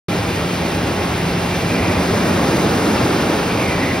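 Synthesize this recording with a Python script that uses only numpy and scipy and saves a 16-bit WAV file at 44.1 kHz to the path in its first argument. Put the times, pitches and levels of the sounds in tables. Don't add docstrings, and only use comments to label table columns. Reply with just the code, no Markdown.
import sys
import numpy as np
from scipy import signal
from scipy.fft import rfft, irfft
from scipy.io import wavfile

SR = 44100
rng = np.random.default_rng(int(sys.argv[2]) if len(sys.argv) > 2 else 0)


def wav_record(signal):
    frames = np.transpose(np.atleast_2d(signal))
    bounded = np.clip(frames, -1, 1)
    quanta = np.round(bounded * 32767).astype(np.int16)
    wavfile.write(sys.argv[1], SR, quanta)


N = 176400
TIME, FREQS = np.arange(N) / SR, np.maximum(np.arange(N // 2 + 1) * SR / N, 1)
CENTRE = [[1], [0]]

# time in seconds, level in dB.
MILL_EFFORT = [(0, -22.5), (.8, -10), (1.35, -14.5), (1.7, -6.5), (2.0, -3), (2.2, -1), (2.55, -1.4),
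               (2.92, 0), (3.3, -3), (3.7, -6.5), (4, -9.5)]
# frequency in Hz, likeness from 0 to 1,
# how far left is ahead in radians, how much louder left is in dB.
MIC_PAIR = [(100, 0.95, -0.5, -6), (250, 0.95, -0.33, 0.5), (500, 0.84, 0.25, -0.6), (1070, 0.65, 0.22, 0),
            (1940, 1, 0.52, -0.7), (3080, 0.35, 0.8, -0.3), (3930, 0.85, -0.1, -3.5),
            (4220, 0.97, 1.18, -2), (4940, 0.9, 0.42, 0), (6825, 1, 2.5, 1), (10040, 1, 6, 0.5),
            (13100, 1, 8.5, -0.5), (15600, 0.8, 11.5, 1)]


def from_db(db):
    return 10 ** (np.asarray(db) / 20)


def rms_one(x):
    return x / np.sqrt(np.mean(np.abs(x) ** 2) + 1e-20)


def in_time(rows, lag_s=0):
    return np.interp(TIME - lag_s, *np.transpose(rows))


def at_hz(rows, hz, column=1):
    rows = np.array(rows)
    return np.interp(np.log(hz), np.log(rows[:, 0]), rows[:, column])


def drift(rate_hz):
    step, warm_up = 40, 2000
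    memory = np.exp(-2 * np.pi * step * rate_hz / SR)
    noise = rng.standard_normal(N // step + warm_up + 2)
    slow = signal.lfilter([1], [1, -2 * memory, memory * memory], noise)[warm_up:]
    return np.interp(np.arange(N) / step, np.arange(len(slow)), rms_one(slow))


def narrow_noise(phase, width_hz):
    return drift(width_hz) * np.cos(phase) + drift(width_hz) * np.sin(phase)


def roar(spectrum, level_db, flicker_db, flicker_hz):
    noise = rfft(rng.standard_normal((2, N))) * from_db(at_hz(spectrum, FREQS)) * np.sqrt(SR / 2)
    octave = np.clip(np.round(np.log2(FREQS)), 6, 13)
    out, together = 0, drift(flicker_hz)
    for k in np.unique(octave):
        flicker = flicker_db * (drift(flicker_hz) + .5 * together)
        out = out + irfft(noise * (octave == k), N) * from_db(level_db(2 ** k) + flicker)
    return out


def hall(x, fade_s=1.2):
    tails = rng.standard_normal((2, SR)) * from_db(-60 * TIME[:SR] / fade_s)
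    return signal.fftconvolve(x[None], rms_one(tails) / np.sqrt(SR), axes=1)[:, :N]


def tone(hz, db, waver_db, scattered_share=0.42):
    phase = 2 * np.pi * (hz * TIME + rng.random())
    waves = np.array([np.sin(phase), np.sin(phase + 2 * np.pi * rng.random())])
    pure = np.sqrt(2 * (1 - scattered_share)) * waves
    scattered = np.sqrt(scattered_share) * np.array([narrow_noise(phase, 7.9) for _ in range(2)])
    return from_db(db) * rms_one((pure + scattered) * from_db(waver_db * drift(2.3)))


def plant():
    # frequency in Hz, level in dB per Hz.
    spectrum = [(22, -90), (36, -70), (48, -55), (62, -52.5), (82, -46.5), (135, -47.3), (220, -49),
                (330, -48.5), (520, -53.5), (850, -55.5), (1250, -60), (1750, -61.5), (2300, -62),
                (3200, -65.5), (4500, -72), (8000, -86), (16000, -100)]
    return roar(spectrum, lambda hz: 0, flicker_db=0.67, flicker_hz=17)


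def spray():
    # frequency in Hz, base level in dB per Hz.
    spectrum = [(1500, -84), (3500, -72), (5000, -69.5), (7000, -75), (9500, -78), (12500, -81.5),
                (15500, -84)]
    # time in seconds, added level in dB.
    swell = [(0, -0.5), (1.4, 0), (2.1, 1.5), (2.43, 1.5), (2.53, 3.5), (2.68, 1.5), (2.95, 2.8), (3.4, .5),
             (4, -.5)]
    return roar(spectrum, lambda hz: in_time(swell), flicker_db=0.74, flicker_hz=20)


def pump(pitch_hz=269.1):
    # multiple of the pitch, level in dB.
    harmonics = [(1, -38), (2, -41), (3, -40), (4, -42.5), (5, -47), (6, -45), (7, -45), (8, -44.5),
                 (9, -42.8), (10, -43.5), (11, -50), (12, -53), (13, -49.5)]
    return sum(tone(pitch_hz * multiple, db, waver_db=1) for multiple, db in harmonics)


def motors(hum_hz=175):
    # pitch in Hz, level in dB.
    drive_tones = [(86, -42), (348, -38), (594, -41), (1310, -46), (2021, -48.5), (2078, -48), (2340, -42),
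                   (2753, -44.5)]
    # time in seconds, level in dB.
    hum_level = [(.2, -24), (.3, -31), (.8, -28), (1.0, -42), (1.25, -25), (1.55, -25.5), (1.7, -31),
                 (1.8, -25.5), (2.2, -24), (2.7, -28.5), (4, -31)]
    loudness = np.sqrt(2) * from_db(in_time(hum_level) + 1.2 * drift(5.8))
    hum = loudness * np.sin(2 * np.pi * hum_hz * TIME + 0.52 * drift(2.8))
    return sum(tone(hz, db, waver_db=1.5) for hz, db in drive_tones) + hum * CENTRE


def rolls(throb_hz=8.4, throb_peak_s=2.52):
    # frequency in Hz, level in dB per Hz.
    spectrum = [(25, -88), (55, -66), (110, -48), (220, -41.5), (340, -43.5), (520, -48), (950, -53),
                (1500, -57), (2200, -65.5), (3000, -74.5), (5000, -71), (15000, -92.5)]
    # time in seconds, added level in dB.
    bass_swell = [(0, -18), (1.45, -11), (1.72, -7), (1.83, -1), (2.05, -7), (2.2, -3), (2.4, -1.5),
                  (2.9, -2.5), (3.3, -6), (4, -8)]
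    throb_db = 0.44 * np.cos(2 * np.pi * throb_hz * (TIME - throb_peak_s))

    def level_db(hz):
        if hz > 600:
            return in_time(MILL_EFFORT, lag_s=0.07)
        return throb_db + in_time(bass_swell if hz < 180 else MILL_EFFORT)
    return roar(spectrum, level_db, flicker_db=0.56, flicker_hz=14)


def roller_table(knocks_per_s=70, pitches=20, ring_cycles=27, db_per_octave=0.5):
    sizes = from_db(-1.5 * np.minimum(rng.exponential(1, N), 4)) * rng.choice([-1, 1], N)
    knocks = sizes * (rng.random(N) < knocks_per_s / SR)
    which_pitch = rng.integers(0, pitches, N)
    rattle = 0
    for k, hz in enumerate(np.geomspace(200, 3200, pitches)):
        decay, angle = from_db(-60 * hz / (ring_cycles * SR)), 2 * np.pi * hz / SR
        hits = knocks * (which_pitch == k) + 1e-18
        ring = signal.lfilter([0, np.sin(angle)], [1, -2 * decay * np.cos(angle), decay * decay], hits)
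        rattle = rattle + from_db(db_per_octave * np.log2(hz)) * ring
    rattle = from_db(-31 + in_time(MILL_EFFORT)) * rms_one(rattle)
    return rattle * CENTRE + from_db(-9) * hall(rattle)


def scrape(pitch_hz=2378):
    chatter = rms_one(from_db(6 * drift(22)))
    return from_db(-43.5) * chatter * narrow_noise(2 * np.pi * pitch_hz * TIME, width_hz=69)


def squeals(rough_hz=55, fade_s=.025):
    # start and length in seconds, first and last pitch in Hz,
    # level in dB, share of rasp from 0 to 1.
    rubs = [(1.655, 0.3, 2433, 2380, -32, 0.5), (1.726, 0.28, 2060, 2070, -34.5, .95),
            (2.96, 0.052, 2690, 2690, -24.5, .2), (3.47, 0.19, 2400, 2350, -32, 0.7),
            (3.603, 0.17, 2330, 2355, -30, 0.2), (3.777, .21, 2325, 2320, -34, .9),
            (3.62, .19, 2200, 1907, -29.5, .4), (3.801, 0.138, 2060, 2023, -27, 0.6)]
    out = 0
    for start, length, first_hz, last_hz, db, rasp in rubs:
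        hz = np.interp(TIME, [start, start + length], [first_hz, last_hz]) + rough_hz * drift(119)
        phase = 2 * np.pi * np.cumsum(hz) / SR
        whistle = np.sqrt(2 * (1 - rasp)) * np.sin(phase) + np.sqrt(rasp) * narrow_noise(phase, 170)
        fade = np.clip(np.minimum(TIME - start, start + length - TIME) / fade_s, 0, 1)
        out = out + fade * from_db(db + 2 * drift(32)) * whistle
    return out


def thuds(rise_s=0.02, waver_hz=11.87):
    # start in seconds, pitch in Hz, level in dB.
    blows = [(1.8, 88, -15), (1.885, 92, -19), (1.955, 100, -16), (1.965, 255, -17), (2.115, 110, -18),
             (2.155, 215, -15), (2.24, 178, -16), (2.385, 290, -21.5), (2.505, 320, -18), (2.88, 220, -16),
             (3.01, 125, -15)]
    out = 0
    for start, hz, db in blows:
        age = np.maximum(TIME - start, 0) / rise_s
        swell = (age * np.exp(1 - age)) ** 2
        phase = 2 * np.pi * np.cumsum(hz + waver_hz * drift(29.5)) / SR
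        out = out + from_db(db) * swell * np.sin(phase)
    return out * CENTRE


def microphones(sound):
    alike = at_hz(MIC_PAIR, FREQS)
    shared, side = rfft(sound) * np.sqrt([(1 + alike) / 2, (1 - alike) / 2])
    pair = np.array(MIC_PAIR)
    left_lead = np.interp(FREQS, pair[:, 0], pair[:, 2])
    half_shift = np.exp(.5j * left_lead) * from_db(at_hz(MIC_PAIR, FREQS, column=3) / 2)
    return irfft([(shared + side) * half_shift, (shared - side) / half_shift], N)


def scene():
    machines = plant() + spray() + rolls() + thuds() + pump() + motors() + roller_table()
    rubbing = scrape() + squeals()
    return microphones(machines + rubbing * CENTRE + from_db(-7) * hall(rubbing))


def record(dry):
    mono_below_hz, start_s, cutoff_hz = 340, 0.083, 15700
    shared, side = (dry[0] + dry[1]) / 2, (dry[0] - dry[1]) / 2
    side = irfft(rfft(side) / np.sqrt(1 + (mono_below_hz / FREQS) ** 8), N)
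    fade_in = np.clip((TIME - start_s) / .002, 0, 1)
    treble_cut = signal.ellip(12, .1, 90, cutoff_hz, fs=SR, output="sos")
    return signal.sosfilt(treble_cut, np.array([shared + side, shared - side]) * fade_in)


dry = scene()
out = record(dry)
wav_record(out)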